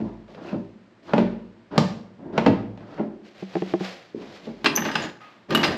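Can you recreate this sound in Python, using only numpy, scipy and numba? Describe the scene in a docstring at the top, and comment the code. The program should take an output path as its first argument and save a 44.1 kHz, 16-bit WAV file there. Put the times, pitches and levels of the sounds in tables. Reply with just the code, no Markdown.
"""A steel vehicle door is pushed against its latch several times in a garage, heard close to the panel.
Each knock thumps the panel modes, clunks the frame modes and cracks in bare noise bursts; hands slide and the seal rubs.
Then fingers drum on the skin by short soft pushes, and the door knocks twice more.
Last, a thumb works the handle's push-button: linkage and spring modes click and rattle, wavering tones squeak.
A steady noise of air lies under it all; a diffuse tail of decaying noise bands is the garage's echo."""
import sys
import numpy as np
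from scipy import signal
from scipy.fft import rfft, irfft, next_fast_len
from scipy.io import wavfile
from scipy.ndimage import uniform_filter1d
from numba import njit

SR = 44100
rng = np.random.default_rng(int(sys.argv[2]) if len(sys.argv) > 2 else 0)


def log_audio(samples):
    """Write samples as a 16-bit WAV file to the path given in sys.argv[1]."""
    # one column per channel
    frames = np.atleast_2d(samples).T
    # limit to full scale, then quantise
    limited = np.clip(frames, -1, 1)
    pcm = np.round(limited * 32767).astype(np.int16)
    wavfile.write(sys.argv[1], SR, pcm)


N = 254456

# resonances of the door panel: (frequency [Hz], t60 [s], relative level [dB])
PANEL_MODES = [(50.3, 0.72, -3.5), (107.2, 0.92, -2), (166.4, 0.23, -11), (199.4, 0.41, -6.5),
               (226.3, 0.23, 4.5), (272.3, 0.17, 6), (317.4, 0.26, 3.5), (348.5, 0.32, -2),
               (391.4, 0.49, -2.5), (408.3, 0.31, -7)]
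# resonances of the door frame: (frequency [Hz], t60 [s], relative level [dB])
FRAME_MODES = [(489, 0.09, -9), (573.7, 0.067, 3.5), (630, 0.11, 1), (699, 0.067, -2), (784, 0.08, -4),
               (847.7, 0.15, -7), (948, 0.14, -8), (1052, 0.069, -8.5), (1260, 0.06, -9.5),
               (1546, 0.05, -12.5)]
# resonances of the push-button linkage: (frequency [Hz], t60 [s], relative level [dB])
LINKAGE_MODES = [(901, 0.1, 1), (1244, 0.05, 4), (1625, 0.036, 5), (1843, 0.11, 2), (2050, 0.23, -3.5),
                 (2500, 0.09, -4), (2763, 0.17, -0.5), (3210, 0.078, -6.5), (3950, 0.056, -10),
                 (4770, 0.036, -11.5)]


def undb(db):
    """Amplitude ratio of a level in dB."""
    return 10 ** (np.asarray(db) / 20)


def fall(s, t60):
    """Exponential decay of 60 dB in t60 seconds."""
    return np.exp(-np.log(1000) * s / np.maximum(t60, 1e-3))


def colour(x, points):
    """Filter by (frequency [Hz], gain [dB]) points, joined over log frequency."""
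    hz, db = np.transpose(points)
    n = next_fast_len(len(x) + 4096)
    bins_hz = np.maximum(np.arange(n // 2 + 1) * SR / n, 1)
    gain = undb(np.interp(np.log(bins_hz), np.log(hz), db))
    return irfft(rfft(x, n) * gain, n)[:len(x)]


def unit(x):
    """Scale to an RMS of 1."""
    return x / np.sqrt(np.mean(x ** 2))


def crest(y):
    """Scale so that the loudest 3.6 ms peak near 1."""
    return y / np.sqrt(4 * uniform_filter1d(y ** 2, size=160).max())


def band(x, lo_hz, hi_hz):
    """Butterworth band-pass."""
    sos = signal.butter(2, [lo_hz, min(hi_hz, .45 * SR)], "band", fs=SR, output="sos")
    return signal.sosfilt(sos, x)


def smooth_noise(length, size):
    """Noise averaged over size samples, RMS 1."""
    return unit(uniform_filter1d(rng.standard_normal(length), size=size))


def add(track, s, y):
    """Mix y into the track at s seconds."""
    i = max(int(s * SR), 0)
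    track[i:i + len(y)] += y[:N - i]


@njit
def turn(steps, sizes, length):
    """Sum of spinning, shrinking pointers: damped sines."""
    y = np.zeros(length)
    for k in range(len(steps)):
        z = sizes[k] + 0j
        for i in range(length):
            y[i] += z.imag
            z *= steps[k]
    return y


def ring(modes, scatter_db, tilt_db=0, crowd=0.017, count=4, seconds=.7):
    """Response to a blow at a chance spot: each mode is a crowd of close neighbours that beat; peak 1."""
    hz, t60, db = np.repeat(np.array(modes, float), count, axis=0).T
    level_spot, pitch_spot = rng.standard_normal((2, len(hz)))
    # tilt_db raises the lowest mode
    size = undb(db + scatter_db * level_spot + tilt_db * (hz == hz.min()))
    spin = 2j * np.pi * hz * (1 + crowd * pitch_spot)
    decay = np.log(1000) / np.maximum(t60, 1e-3)
    step = np.exp((spin - decay) / SR)
    # build-up with a time constant of half a cycle, so the lows come late
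    onset = step * np.exp(-hz / 0.5 / SR)
    y = turn(np.r_[step, onset], np.r_[size, -size], int(seconds * SR))
    return y / np.abs(y).max()


def chatter(seconds, spread_db=2.5, body_db=-60, body_t60=.2):
    """Parts bounce in dense small shocks that die away (t60 = 3 * seconds); thin sheet buzzes on behind."""
    s = np.arange(int(.3 * SR)) / SR
    shocks = rng.standard_normal(len(s)) * undb(spread_db * rng.exponential(size=len(s)))
    return shocks * (fall(s, 3 * seconds) + undb(body_db) * fall(s, body_t60))


def strike(drive, response):
    """The drive excites a resonant response."""
    return crest(signal.fftconvolve(drive, response))


def crack(drive, lo_hz, hi_hz):
    """The bare shocks, too dense in modes to ring at a pitch."""
    return crest(band(drive, lo_hz, hi_hz))


def pressure(rows, attack_s, growth_db, release_db_per_s):
    """Power of rumble and hiss: each contact sets in, grows until it ends, then fades."""
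    t, power = np.arange(N) / SR, 0
    for start_s, length_s, rumble_db, hiss_db in rows:
        left_s = start_s + length_s - t
        db = np.where(left_s > 0, -growth_db * left_s / length_s, release_db_per_s * left_s)
        gain = np.clip((t - start_s) / attack_s, 0, 1) * undb(db)
        power = power + (gain * undb([[rumble_db], [hiss_db]])) ** 2
    return power


def air():
    """Steady coloured noise."""
    # spectrum of the air noise: (frequency [Hz], relative level [dB])
    air_spectrum = [(15, -45.5), (25, -38), (82, -17.5), (118, 7.5), (144, -14), (179, -19.5), (911, -12.5),
                    (1770, -13.5), (6070, -31), (9000, -27.5), (11700, -74.5), (19800, -120)]
    rms_db = -61.5
    return undb(rms_db) * unit(colour(rng.standard_normal(N), air_spectrum))


def garage(x):
    """Adds a diffuse tail of noise bands whose treble dies sooner than the bass."""
    # reverberation of the garage: (frequency [Hz], t60 [s])
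    decay_times = [(60, 0.79), (250, 0.7), (1000, 0.51), (3000, 0.37), (6000, 0.4), (12000, 0.34)]
    tail_db, onset_s = -9, 0.0019
    s = np.arange(int(1.2 * SR)) / SR
    hz, t60 = np.transpose(decay_times)
    tail = np.zeros(len(s))
    for centre_hz in 45 * 2. ** np.arange(9):
        octave = band(rng.standard_normal(len(s)), centre_hz / np.sqrt(2), centre_hz * np.sqrt(2))
        tail += octave * fall(s, np.interp(np.log(centre_hz), np.log(hz), t60))
    tail *= np.minimum(s / onset_s, 1)
    tail /= np.sqrt(np.sum(tail ** 2))
    return x + undb(tail_db) * signal.fftconvolve(x, tail)[:N]


def ticks():
    """Uneven stick-slip ticks of the plunger ring the linkage briefly."""
    ticks_per_s, spread_db = 420, 3
    chance, size_chance = rng.random((N, 2)).T
    slips = (chance < ticks_per_s / SR) * undb(-spread_db * np.log(1 - size_chance))
    response = ring(LINKAGE_MODES, 2.3, crowd=0.033, count=6, seconds=.1)
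    damped = response * fall(np.arange(int(.1 * SR)) / SR, 0.045)
    return unit(signal.fftconvolve(slips, damped)[:N])


def grain():
    """Friction noise of uneven strength."""
    return rng.standard_normal(N) * undb(1.2 * smooth_noise(N, 300))


def rubbing():
    """Grainy friction rumbles in the panel, scuffs on the seal and hisses off the paint; the plunger ticks."""
    # door creeping onto its seal: (start [s], length [s], end rumble [dB], end scuff [dB])
    drags = [(.36, .165, -38.5, -43.5), (1.076, 0.096, -37, -34.5), (1.706, .071, -29.5, -36),
             (2.185, .12, -38, -62), (2.32, 0.063, -30, -38), (2.8, .175, -44, -47)]
    # hands sliding over the paint: (start [s], length [s], end rumble [dB], end hiss [dB])
    slides = [(-.1, 0.17, -37.5, -59.5), (.27, 0.051, -49, -56.5), (.4, 0.072, -58, -49),
              (1.02, .06, -48, -51.5), (2.86, 0.073, -47, -56), (3.23, 0.034, -67.5, -51.5),
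              (3.34, 0.068, -60, -47.5), (3.47, 0.1, -50.5, -44), (3.6, 0.11, -43.5, -43),
              (3.79, 0.061, -61, -34.5), (4.15, 0.076, -39, -48.5), (4.26, .09, -56.5, -45.5),
              (4.41, 0.044, -49.5, -48.5), (4.52, 0.12, -48, -54), (5.18, 0.13, -69, -58.5)]
    # thumb dragging the plunger in its sleeve: (start [s], length [s], end rumble [dB], end hiss [dB])
    strokes = [(4.66, 0.13, -34.5, -57), (4.82, 0.046, -32.5, -33), (4.9, 0.14, -37.5, -36.5),
               (4.98, 0.049, -33, -41.5), (5.485, .03, -21.5, -35.5), (5.56, 0.16, -26, -35),
               (5.66, 0.018, -38, -50)]
    # contact envelopes: (attack [s], growth over the length [dB], release [dB/s])
    drag_shape = (0.012, 7.8, 180)
    slide_shape = (0.01, 11, 93.4)
    stroke_shape = (0.043, 1.6, 170)
    # hands resting on the door: (rumble [dB], hiss [dB])
    rest_db = (-59.5, -71)
    # hiss off the paint: (frequency [Hz], relative level [dB])
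    hiss_spectrum = [(290, -10.5), (500, -2), (788, -5), (892, -12.5), (969, -10), (1410, -10.5),
                     (2010, -8.5), (4360, -13.5), (12100, -32), (13500, -46.5)]
    # scuff of the rubber seal: (frequency [Hz], relative level [dB])
    scuff_spectrum = [(300, -3.5), (700, -1.5), (1500, -5), (2000, -15.5), (4500, -23.5), (8000, -39),
                      (13000, -52.5)]
    ticks_re_hiss_db = -1.5

    seal_rumble, seal_scuff = pressure(drags, *drag_shape)
    thumb = pressure(strokes, *stroke_shape)
    hands_rumble, hands_hiss = pressure(slides, *slide_shape) + thumb + undb(rest_db)[:, None] ** 2
    response = ring(PANEL_MODES[1:] + FRAME_MODES, 0, crowd=0.06, count=8)
    damped = response * fall(np.arange(int(.7 * SR)) / SR, 0.23)
    rumble = unit(signal.fftconvolve(grain(), damped)[:N])
    hiss = unit(colour(grain(), hiss_spectrum))
    scuff = unit(colour(grain(), scuff_spectrum))
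    out = rumble * np.sqrt(seal_rumble + hands_rumble)
    out += hiss * np.sqrt(hands_hiss)
    out += scuff * np.sqrt(seal_scuff)
    out += undb(ticks_re_hiss_db) * ticks() * np.sqrt(thumb[1])
    return out


def fingers():
    """Soft pads push the skin for under half a millisecond; the nail ticks."""
    # fingertip blows: (time [s], level [dB], nail re pad [dB], boost of the lowest mode [dB])
    tap_rows = [(3.425, -20.5, -40, 14.5), (3.554, -13, -12.5, 3), (3.566, -14, -19.5, -1.5),
                (3.621, -13, -13.5, 12), (3.738, -8, -16, 0), (3.75, -22.5, -30, 6.5),
                (3.808, -16, -22, 10.5)]
    # resonances of the skin: (frequency [Hz], t60 [s], relative level [dB])
    skin_modes = [(188.2, 0.22, -16), (356.2, 0.056, 3), (421, 0.061, -5.5), (634, 0.033, -4),
                  (766, 0.047, -10), (1050, 0.037, -16)]
    out = np.zeros(N)
    for s, db, nail_db, low_db in tap_rows:
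        push = np.hanning(int(0.0004 * SR))
        response = ring(skin_modes, 2.3, low_db, crowd=0.014, count=1, seconds=0.19)
        add(out, s, undb(db) * strike(push, response))
        add(out, s, undb(db + nail_db) * crack(chatter(0.0039), 660, 1900))
    return out


def squeaking():
    """Dry stick-slip of plunger and seal: a wavering, sinking tone with its octave."""
    # squeaks: (time [s], level [dB], starting pitch [Hz], octave re pitch [dB], slow-part t60 [s],
    # RMS waver [share of pitch])
    squeaks = [(0.484, -48, 2610, -33, 0.25, 0.036), (4.754, -17.5, 6100, -5, 0.12, 0.03),
               (5.021, -40, 6780, -55, 0.16, 0.027), (5.211, -48.5, 1261, -15, 0.55, .006),
               (5.551, -14, 2935, -38, 0.036, 0.015)]
    out, t = np.zeros(N), np.arange(int(.4 * SR)) / SR
    stop = np.clip((.19 - t) / .01, 0, 1)  # comes to rest by 0.19 s
    for s, db, hz, octave_db, t60, share in squeaks:
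        waver, flutter = smooth_noise(len(t), 110), smooth_noise(len(t), 110)
        phase = 2 * np.pi * np.cumsum(hz * (1 + share * waver - 0.23 * t)) / SR
        tone = np.sin(phase) + undb(octave_db) * np.sin(2 * phase)
        decay = fall(t, t60) + 1.9 * fall(t, 0.058)
        attack = np.minimum(t / 0.006, 1)
        add(out, s, undb(db + 4.9 * flutter) * tone * decay * attack * stop)
    return out


def button():
    """Clicks ring the linkage and shake the panel, jolts ring the return spring; squeaks are added."""
    # clicks of button and linkage: (time [s], click [dB], panel thump [dB], top [dB],
    # chatter [s, a third of its t60], linkage ring re click [dB], upper edge of click [Hz])
    clicks = [(4.644, -15, -15.5, -28, .02, -22, 4100), (4.659, -6, -29, -33, 0.024, -8, 4430),
              (4.773, -16, -24.5, -49, 0.032, -22, 2520), (4.821, -24, -23, -49, 0.0054, 0.5, 2720),
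              (4.851, -24, -22.5, -52, 0.033, 0.5, 3300), (4.886, -21, -34.5, -59, 0.056, -24, 2150),
              (4.915, -30, -37, -56, 0.016, -1, 5450), (4.954, -12, -21.5, -36, 0.014, -2.5, 4930),
              (5.033, -42, -31, -59, 0.016, -12, 2500), (5.206, -43, -66, -59, 0.26, -13, 3240),
              (5.506, -21, -34.5, -31.5, 0.012, -3.5, 4780), (5.522, -23.5, -24.5, -52, 0.083, -1, 3840),
              (5.549, -4, -14, -8, 0.014, -15, 6100), (5.574, -20, -23.5, -22, 0.0094, -3, 2980),
              (5.631, -10, -21, -38, 0.043, -12, 4040), (5.640, -12.5, -36, -27, 0.039, -9.5, 4400),
              (5.671, -28, -33.5, -35, 0.032, -1, 4430), (5.694, -36, -27, -48, 0.014, -14, 2960)]
    # jolts of the return spring: (time [s], level [dB])
    twangs = [(4.659, -22), (4.913, -35), (4.954, -26), (5.548, -28), (5.64, -22)]
    # resonances of the return spring: (frequency [Hz], t60 [s], relative level [dB])
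    spring_modes = [(5000, 0.2, 5), (7000, .06, -16.5), (8350, 0.23, -3), (10540, 0.28, -6.5)]
    out, t = squeaking(), np.arange(int(.4 * SR)) / SR
    for s, db, thump_db, top_db, chatter_s, ring_db, reach_hz in clicks:
        drive = chatter(chatter_s)
        linkage = ring(LINKAGE_MODES, 1.78, crowd=.03, count=6, seconds=0.33)
        body = ring(PANEL_MODES[2:] + FRAME_MODES[:4], 3.3, count=3, seconds=.4) * fall(t, 1.0)
        add(out, s, undb(db + ring_db) * strike(drive, linkage))
        add(out, s, undb(db) * crack(band(drive, 100, 1.09 * reach_hz), 530, reach_hz))
        add(out, s, undb(thump_db) * strike(drive, body))
        add(out, s, undb(top_db) * crack(drive, 3000, 18000))
    for s, db in twangs:
        spring = ring(spring_modes, 0.93, crowd=.014, count=8, seconds=.3)
        add(out, s, undb(db) * strike(chatter(.015), spring))
    return out


def door():
    """Each knock thumps the panel, clunks the frame and cracks at the striker."""
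    # door meeting latch or stop: (time [s], panel thump [dB], frame clunk [dB], striker crack [dB],
    # chatter [s, a third of its t60], boost of sway modes [dB], fullest thump pitch [Hz], upper edge of crack [Hz])
    knocks = [(0.002, -17, -31, -42.5, 0.039, 11, 249, 2500),
              (0.281, -50.5, -40, -51, 0.047, -6, 303, 3500),
              (0.347, -40, -35, -40.5, 0.0092, -7, 220, 3000),
              (0.379, -41.5, -34.5, -64, 0.017, -6, 220, 2500),
              (0.449, -35, -34.5, -55, 0.013, -19, 209, 3000),
              (0.527, -18, -24.5, -60.5, 0.01, -3, 199, 2500), (0.541, -18, -22, -58, 0.028, 8, 197, 2500),
              (1.135, -8, -5.5, -17, 0.0084, -10, 217, 2780),
              (1.18, -8.5, -8.5, -19.5, 0.0081, -1.5, 195, 3000),
              (1.198, -13.5, -30.5, -29, 0.023, 4, 198, 2500), (1.779, -4.5, -5, -7, 0.0095, -8, 207, 5000),
              (2.256, -25.5, -40, -61, 0.013, 3, 270, 2500),
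              (2.378, -11.5, -7, -15, 0.011, -3.5, 221, 2890),
              (2.462, -3.5, -5.5, -14.5, 0.018, 0.5, 259, 2870),
              (2.484, -9, -20, -36.5, 0.019, 3.5, 254, 2500),
              (2.775, -44.5, -37.5, -43.5, 0.0059, 7, 209, 3000),
              (2.806, -35, -36.5, -48, 0.012, -9, 211, 2500),
              (2.978, -26, -24.5, -39, 0.09, 5.5, 340, 2000),
              (2.995, -14.5, -21, -38.5, 0.052, -4, 284, 2050),
              (4.145, -19.5, -41.5, -59, 0.0041, 0, 265, 2500),
              (4.47, -25.5, -29, -55, 0.035, 4.5, 248, 3000)]
    sway_below_hz = 130  # modes of the whole door swaying
    focus_db_per_octave = 7.5  # a thump thins away from its fullest pitch
    out = np.zeros(N)
    for s, thump_db, clunk_db, crack_db, chatter_s, sway_db, full_hz, reach_hz in knocks:
        drive = chatter(chatter_s)
        struck = []
        for hz, t60, mode_db in PANEL_MODES:
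            sway = sway_db * (hz < sway_below_hz)
            focus = focus_db_per_octave * abs(np.log2(hz / full_hz))
            struck.append((hz, t60, mode_db + sway - focus))
        panel = ring(struck, 1.5, crowd=.035, count=6, seconds=0.66)
        frame = ring(FRAME_MODES, 0.99, crowd=0.07, count=9, seconds=.25)
        shocks = chatter(chatter_s, body_db=-17, body_t60=0.49)
        add(out, s, undb(thump_db) * strike(band(drive, 20, 690), panel))
        add(out, s, undb(clunk_db) * strike(drive, frame))
        add(out, s, undb(crack_db) * crack(shocks, 870, reach_hz))
    return out


def scene():
    """All sources with the garage's echo, alike in both channels."""
    taps = fingers()
    # the fingertips drum right beside the microphone, so their echo is faint
    echoing = garage(door() + button() + 0.16 * taps)
    mid = echoing + 0.73 * taps + rubbing() + air()
    return np.array([mid, mid])


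def record(dry):
    """Microphone colour, rounded peaks, slight stereo width in the treble, steep top cut."""
    # microphone response: (frequency [Hz], gain [dB])
    mic_response = [(25, -22), (50, -4.5), (75, -11.5), (150, 2), (5000, 0), (7500, -5.5), (9100, -19),
                    (10500, -12), (12300, -6), (13500, -24.5)]
    top_hz, side_db = 13700, -4.5
    mid = np.tanh(colour(dry.mean(axis=0), mic_response))
    width = unit(uniform_filter1d(smooth_noise(N, 70), size=70))
    treble = colour(mid, [(2000, -70), (5000, -36), (7500, -8), (10000, 0)])
    side = undb(side_db) * width * treble
    top_cut = signal.ellip(8, .2, 70, top_hz, fs=SR, output="sos")
    return signal.sosfilt(top_cut, np.array([mid + side, mid - side]))


dry = scene()
out = record(dry)
log_audio(out)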